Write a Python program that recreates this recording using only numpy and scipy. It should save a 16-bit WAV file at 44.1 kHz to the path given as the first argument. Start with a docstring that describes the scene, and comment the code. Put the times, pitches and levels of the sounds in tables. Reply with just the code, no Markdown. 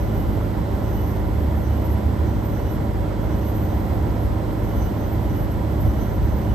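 """Outdoors, a stereo pair of microphones stands close to the sheet-metal side of a large air conditioner.
From the first moment filtered noise makes the rush of air, and summed sines the fan, hums and compressors.
An inverter whines very high in a band of hiss, over a faint choke; thin whistles already slide down, and
return again and again between puffs of fine hiss. From about 1.2 s the blade tone swells in three long
throbs, the last held to the end; near 2 s and again near 6 s comes a soft low thump."""
import sys
import numpy as np
from scipy import signal
from scipy.fft import rfft, irfft
from scipy.io import wavfile

SR = 44100
rng = np.random.default_rng(int(sys.argv[2]) if len(sys.argv) > 2 else 0)


def inscribe(sig):
    """Save sig as 16-bit PCM at rate SR to the path in sys.argv[1].

    A 1-D sig is mono; a 2-D sig holds one channel per row.
    Samples are clipped to [-1, 1] before scaling.
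    """
    pcm = np.round(np.clip(np.atleast_2d(sig).T, -1, 1) * 32767)
    wavfile.write(sys.argv[1], SR, pcm.astype(np.int16))


N = 288414
TIME = np.arange(N) / SR  # seconds
FREQS = np.maximum(np.fft.rfftfreq(N, 1 / SR), 1)  # Hz, kept above zero for the logarithms


def from_db(db):
    """Decibels to amplitude gain."""
    return np.exp(np.asarray(db) * (np.log(10) / 20))


def over_hz(points):
    """A spectrum's points joined on a log-frequency axis."""
    hz, value = np.transpose(points)
    return np.interp(np.log(FREQS), np.log(hz), value)


def white():
    """Spectrum of white noise with unit power per Hz."""
    return rfft(rng.standard_normal(N)) * np.sqrt(SR / 2)


def drift(rate, at=TIME):
    """Random wander of spread about 1, with `rate` new values a second, read at the given times."""
    knots = rng.standard_normal(1024)
    wander = np.interp(at * rate, np.arange(len(knots)), knots)
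    return wander * np.sqrt(3 / 2)  # joining the knots by lines had shrunk the spread


def panned(left, right, side_db):
    """A stereo pair with the left raised by side_db, at equal total power."""
    ratio = from_db(side_db)
    return np.array([left * ratio, right]) * np.sqrt(2 / (1 + ratio ** 2))


def turning(hz):
    """Angle in radians of something that turns at this rate, from a random start."""
    return 2 * np.pi * (np.cumsum(hz * np.ones(N)) / SR + rng.random())


def tone(angle, db, side_db, lead):
    """A stereo sine of nominal rms level db; the right microphone leads by `lead` radians."""
    angle = np.float32(angle % (2 * np.pi) + 2 * np.pi * rng.random())
    # every tone is trimmed by about a decibel, the left a little more
    mics = np.float32(np.sqrt(2) * panned(0.84, 0.92, side_db))[:, None]
    return mics * np.float32(from_db(db)) * np.sin(angle + np.float32([[0], [lead]]))


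def swell(start, length, edge_s):
    """Gain that rises, holds and falls in straight lines."""
    return np.clip(np.minimum(TIME - start, start + length - TIME) / edge_s, 0, 1)


# The rush of air before the cabinet colours it. Each row: frequency in Hz, level in dB per Hz.
AIR_SPECTRUM = [(18, -72), (32, -60.5), (46, -46.5), (72, -44), (125, -51.5), (340, -57), (640, -62),
                (1150, -71.5), (1600, -78.5), (2500, -85.5), (5000, -91), (6400, -96), (8600, -92.5),
                (9300, -114), (14500, -132)]
# Cabinet resonances that colour the rush. Each row: frequency in Hz, width in Hz, rise in dB.
CABINET_RESONANCES = [(397, 38, 1.5), (447, 34, -1.5), (575, 97, 3.5), (789, 63, 3), (975, 136, 4),
                      (1382, 150, 3.5), (2004, 560, 5), (3260, 480, 3), (4000, 150, 4), (5900, 300, 3.5)]
# How alike the rush is at the two microphones. Each row: frequency in Hz, likeness 0-1.
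MIC_LIKENESS = [(30, 1), (100, 0.75), (340, 0.99), (410, 0.67), (495, 0.077), (580, 0.53), (690, .18),
                (800, 0.56), (870, 0.25), (1100, 0.87), (1320, .35), (1480, 0.51), (2100, .62),
                (2260, 0.23), (2600, 0.6), (4200, 0.62), (5900, 0.24), (6500, 1), (9000, 0.28)]
# Balance of the rush. Each row: frequency in Hz, left over right in dB.
MIC_BALANCE = [(40, 4.5), (80, -3), (260, -2), (420, -1.2), (780, -7), (960, -5), (1150, -0.5), (1450, -4),
               (5400, -5.5), (6800, 0)]
# Phase of the rush. Each row: frequency in Hz, lead of the right microphone in radians.
MIC_LEAD = [(45, 1.2), (90, -0.14), (390, 0.13), (480, 1.27), (580, .6), (690, 1.5), (760, -0.55),
            (950, -0.84), (1060, 1.02), (1200, 1.83), (1550, 0.5), (2100, 0.25), (2500, -1.3), (3000, 0.63),
            (4200, 1), (5300, .5), (5900, -0.6), (6500, 1)]


def air(rumble_hz=170, flutter_db=0.29):
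    """Turbulent air coloured by the cabinet; its low rumble swells and sinks, the rest flutters slightly."""
    level_db = over_hz(AIR_SPECTRUM)
    for hz, width, rise_db in CABINET_RESONANCES:
        level_db = level_db + rise_db / (1 + (2 * (FREQS - hz) / width) ** 2)
    alike = np.clip(over_hz(MIC_LIKENESS), 0, 1)
    left = white()
    right = alike * left + np.sqrt(1 - alike ** 2) * white()
    right = right * np.exp(1j * over_hz(MIC_LEAD))
    rush = from_db(level_db) * panned(left, right, over_hz(MIC_BALANCE))
    low = 1 / (1 + (FREQS / rumble_hz) ** 4)
    rumble = irfft(rush * low, N) * from_db(rumble_gain_db())
    upper = irfft(rush * (1 - low), N) * from_db(flutter_db * drift(12))
    return rumble + upper


# Swells of the low rumble. Each row: peak time in seconds, build-up and dying time in seconds, rise in dB.
RUMBLE_SWELLS = [(.38, 0.26, 5), (2.2, 0.2, 2.5), (2.8, 0.092, 4), (3.55, .15, 1.5), (4.0, 0.12, 4),
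                 (5.37, .12, 3), (5.87, 0.059, 7), (6.35, 0.12, 3.5)]
RUMBLE_DB, RUMBLE_GROWTH_DB_PER_S = -2, 0.6


def rumble_gain_db():
    """Gain of the rumble in dB: a slow build with rounded swells."""
    swells = sum(db * np.exp(-((TIME - s) / build) ** 2) for s, build, db in RUMBLE_SWELLS)
    return RUMBLE_DB + RUMBLE_GROWTH_DB_PER_S * TIME + swells


BLADE_HZ, BLADE_SAG_HZ_PER_S = 74.15, 0.38  # the main fan slows very slightly
BEAT_HZ, BEAT_AT_S, BEAT_DB = 7.8, 2.08, 2.5  # quick pulsing: rate, time of one crest, depth
# Other steady hums of the unit. Each row: frequency in Hz, nominal level in dB, left over right in dB.
UNIT_HUMS = [(64.1, -38, -1), (143, -42, -4), (185.8, -40, -1), (300.3, -38.3, -2), (344, -48, -2),
             (952, -59, -2), (973.7, -60, -2)]


def fan(side_db=-0.5):
    """The blade tone swells, pulses and fades among the unit's other hums; all waver by about a decibel."""
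    blade_hz = BLADE_HZ - BLADE_SAG_HZ_PER_S * TIME
    pulsing = BEAT_DB * np.cos(2 * np.pi * BEAT_HZ * (TIME - BEAT_AT_S))
    blades = tone(turning(blade_hz), throbs() + pulsing + drift(6), side_db, 0)
    hums = sum(tone(turning(hz), db + drift(2.56), side, 0) for hz, db, side in UNIT_HUMS)
    return blades + hums


# Throbs of the blade tone. Each row: time of full strength in seconds, hold in seconds, rise in dB.
BLADE_THROBS = [(1.405, 0.85, 14.5), (3.375, 0.85, 9.5), (5.65, 1, 9.5)]
BLADE_DB = -35.5  # between throbs, before pulsing and waver
THROB_ATTACK_S, THROB_RELEASE_S = 0.21, 0.154


def throbs():
    """Level of the blade tone in dB: each throb rises, holds and falls back."""
    level_db = BLADE_DB
    for full, hold, rise_db in BLADE_THROBS:
        corners = [full - THROB_ATTACK_S, full, full + hold, full + hold + THROB_RELEASE_S]
        level_db = level_db + np.interp(TIME, corners, [0, rise_db, rise_db, 0])
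    return level_db


SLOW_SHAFT_HZ = 26.51
# The slow compressor's drone. Each row: multiple of the shaft rate, nominal level in dB,
# left over right in dB, lead of the right microphone in radians.
SLOW_LINES = [(2, -29.3, 0, 1.2), (3, -35, -3, .1), (4, -27.7, -3, .3), (5, -42, -3, .4), (6, -40.5, -2, 0),
              (8, -34.5, -3, .2), (9, -45, -5, .1), (10, -45, -3, .4), (11, -46, -3, 0),
              (12, -37.5, -2, .1), (14, -49.5, -2, 0), (17, -55, -1, .9), (19, -54, -7, -1.9),
              (36, -57, -6, -1.3)]


def slow_compressor(wander=0.0011, waver_db=0.25):
    """Each compression stroke shakes the cabinet: a drone on multiples of the shaft rate."""
    shaft = turning(SLOW_SHAFT_HZ * (1 + wander * drift(3.044)))
    return sum(tone(round(k) * shaft, db + waver_db * drift(3.7), side, lead)
               for k, db, side, lead in SLOW_LINES)


FAST_SHAFT_HZ = 51.253
# The fast compressor singing through the panels. 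Each row: multiple of the shaft rate, nominal level in dB.
FAST_LINES = [(20, -63), (26, -69), (38, -72), (42, -73), (60, -76), (63, -80), (66, -67), (86, -82),
              (96, -75), (100, -78), (105, -82), (107, -79), (108, -80), (109, -80), (112, -78), (124, -79),
              (130, -83)]


def fast_compressor(side_db=-5, lead=0.54, buzz_db=-70, buzz_hz=4500, ring_s=0.011):
    """Only high multiples of this shaft get out: a few steady lines over a faint valve buzz."""
    shaft = turning(FAST_SHAFT_HZ)
    lines = sum(tone(round(k) * shaft, db + drift(8.6), side_db, lead) for k, db in FAST_LINES)
    beats = np.diff(shaft // (2 * np.pi), prepend=0)  # the valve shuts once a turn
    shell = white() * np.exp(-2 * np.log2(FREQS / buzz_hz) ** 2)
    ring = irfft(shell, N) * np.exp(-TIME / ring_s)  # the shell's short ring after each beat
    buzz = irfft(rfft(beats) * rfft(ring), N)
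    buzz = from_db(buzz_db) * buzz / np.std(buzz)
    return lines + panned(buzz, buzz, side_db)


# Whistles in a lower and a higher series. Each row: start in seconds, length in seconds,
# starting pitch in Hz, level in dB to which the partials' levels are added.
WHISTLE_SLIDES = [(-.05, .44, 2976, -54.5), (.68, .56, 2989, -54.5), (.79, .46, 3031, -56),
                  (1.52, .53, 2985, -55), (2.24, .42, 3027, -54.5), (2.37, .5, 2982, -55.5),
                  (3.15, .52, 2981, -57), (3.38, .6, 3048, -56.5), (3.8, .54, 2987, -59.5),
                  (4.47, .48, 2985, -55.5), (4.55, .66, 3058, -55), (5.12, .46, 2982, -54.5),
                  (5.66, .46, 2987, -54.5), (5.77, .69, 3063, -55), (6.22, .42, 2989, -56.5)]
# Partials of a whistle. Each row: multiple of its pitch, added level in dB, left over right in dB,
# lead of the right microphone in radians.
PARTIALS = [(1, -20, 0, 0.75), (2, -17.5, -6, -1.3), (4, -3, 0, 0.52)]
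# Narrow resonances that light up as a partial slides through. Each row: frequency in Hz, width in Hz,
# rise in dB.
SLIDE_RESONANCES = [(2962, 40, 12), (5903, 22, 10), (5933, 20, 8.5), (6033, 20, 11), (6069, 20, 10),
                    (11865, 30, 3), (11918, 16, 3), (12015, 24, 2), (12160, 30, 3), (12215, 40, 2)]
WHISTLE_FALL_HZ_PER_S, WHISTLE_JITTER_HZ = 92, 1.5  # of the lowest partial


def whistles(flicker_db=4.0, edge_s=0.05):
    """Each whistle slides down near 3 kHz, is loudest two octaves up and breaks into patches in the cabinet."""
    out = np.zeros((2, N))
    for start, length, hz, db in WHISTLE_SLIDES:
        gain = swell(start, length, edge_s)
        on = np.flatnonzero(gain)
        age = TIME[on] - start
        pitch = hz - WHISTLE_FALL_HZ_PER_S * age + WHISTLE_JITTER_HZ * drift(90.7, age)
        angle = 2 * np.pi * np.cumsum(pitch) / SR
        for multiple, partial_db, side_db, lead in PARTIALS:
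            k = round(multiple)
            lift_db = sum(top / (1 + (2 * (k * pitch - peak) / width) ** 2)
                          for peak, width, top in SLIDE_RESONANCES)
            level_db = db + partial_db + lift_db + flicker_db * drift(32.7, age)
            mics = panned(np.sin(k * angle), np.sin(k * angle + lead), side_db)
            out[:, on] += np.sqrt(2) * gain[on] * from_db(level_db) * mics
    return cabinet_echo(out)


CABINET_T60_S, CABINET_RING_DB = 0.22, -7.5  # decay, and echo relative to the direct whistle


def cabinet_echo(x, spread=0.41):
    """Dense reflections off the panels: a sliding tone catches on one resonance after another."""
    decay = from_db(-60 * np.minimum(TIME / CABINET_T60_S, 3))
    shared, apart = rng.standard_normal((2, N)) * decay
    tail = np.array([shared + spread * apart, shared - spread * apart])[:, :SR // 2]
    tail = from_db(CABINET_RING_DB) * tail / np.sqrt(np.sum(tail ** 2) / 2)
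    echo = signal.fftconvolve(x, tail, axes=1)[:, :N]
    return (x + echo) / np.hypot(1, from_db(CABINET_RING_DB))  # about the same power as without echo


WHINE_CENTRE_HZ = 11793  # twice the switching rate
# The whine's centre line and sidebands. Each row: offset from the centre in Hz, nominal level in dB.
WHINE_LINES = [(-922.5, -82), (-615, -77), (-307.5, -69.5), (-100, -70), (0, -60), (100, -71), (307.5, -65)]
# Hiss round the whine. Each row: frequency in Hz, level of its middle signal in dB per Hz.
HISS_SPECTRUM = [(9800, -135), (10900, -98), (11650, -94), (11800, -88), (11970, -90), (12150, -87.5),
                 (12400, -92), (12550, -112), (13000, -138)]
# Stereo width of that hiss. Each row: frequency in Hz, side over middle as an amplitude ratio.
HISS_WIDTH = [(11000, 1), (11600, 0.65), (12000, .25), (12300, .03)]


def inverter(waver_db=2.1, lead=0.75, hiss_flicker_db=1.0):
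    """Switched current makes the motor windings whine, in a narrow band of hiss."""
    lines = sum(tone(turning(WHINE_CENTRE_HZ + offset), db + waver_db * drift(4.7), 0, lead)
                for offset, db in WHINE_LINES)
    spectra = np.array([white(), white() * over_hz(HISS_WIDTH)])
    mid, side = irfft(spectra * from_db(over_hz(HISS_SPECTRUM)), N)
    hiss = np.array([mid + side, mid - side]) * from_db(hiss_flicker_db * drift(6.1))
    return lines + hiss


# Puffs of hiss. Each row: start in seconds, length in seconds, rms level in dB at full swell before flutter.
HISS_PUFFS = [(-.15, 0.64, -59), (1.2, .5, -62.5), (2.53, 0.38, -65), (3.86, 0.33, -67), (5.12, .28, -65),
              (6.38, .3, -64)]


def hiss_puffs(centre_hz=12450, width_hz=480, edge_s=0.11, flutter_db=3.0):
    """A narrow, very high hiss comes in fluttering puffs at a nearly even pace, alike on both sides."""
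    band = irfft(white() * np.exp(-(2 * (FREQS - centre_hz) / width_hz) ** 2 / 2), N)
    puffs = sum(from_db(db) * swell(start, length, edge_s) for start, length, db in HISS_PUFFS)
    return band / np.std(band) * puffs * from_db(flutter_db * drift(40))


# Low thumps. Each row: peak time in seconds, peak level in dB before panning.
LOW_THUMPS = [(2.066, -16), (5.888, -19)]
THUMP_HZ, THUMP_SWING_S = 73, 0.014


def thumps(side_db=-2):
    """Soft thumps, each a few low swings that build up and die away."""
    out = 0
    for s, db in LOW_THUMPS:
        age = TIME - s
        envelope = np.exp(-(age / THUMP_SWING_S) ** 2)
        out = out + from_db(db) * envelope * np.cos(2 * np.pi * THUMP_HZ * age)
    return panned(out, out, side_db)


RIPPLE_HZ = 100.08
# Faint ringing of the rectifier's choke. Each row: multiple of the mains ripple, nominal level in dB.
CHOKE_LINES = [(67, -80), (70, -83), (71, -80), (76, -81), (80, -84), (84, -83), (85, -80), (88, -81)]


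def choke(side_db=-2, lead=0.4):
    """Mains ripple rings faintly in the rectifier's choke."""
    ripple = turning(RIPPLE_HZ)
    return sum(tone(k * ripple, db, side_db, lead) for k, db in CHOKE_LINES)


def scene():
    """The whole unit in the open air, every source summed without an echo of the surroundings."""
    machine = air() + fan() + slow_compressor() + fast_compressor()
    high = whistles() + inverter() + hiss_puffs()
    return machine + high + thumps() + choke()


CUTOFF_HZ = 15800  # at least 70 dB down from here up


def record(dry):
    """The microphones' top end is cut by a steep low-pass filter."""
    low_pass = signal.cheby2(12, 70, CUTOFF_HZ, fs=SR, output="sos")
    return signal.sosfilt(low_pass, dry)


dry = scene()
out = record(dry)
inscribe(out)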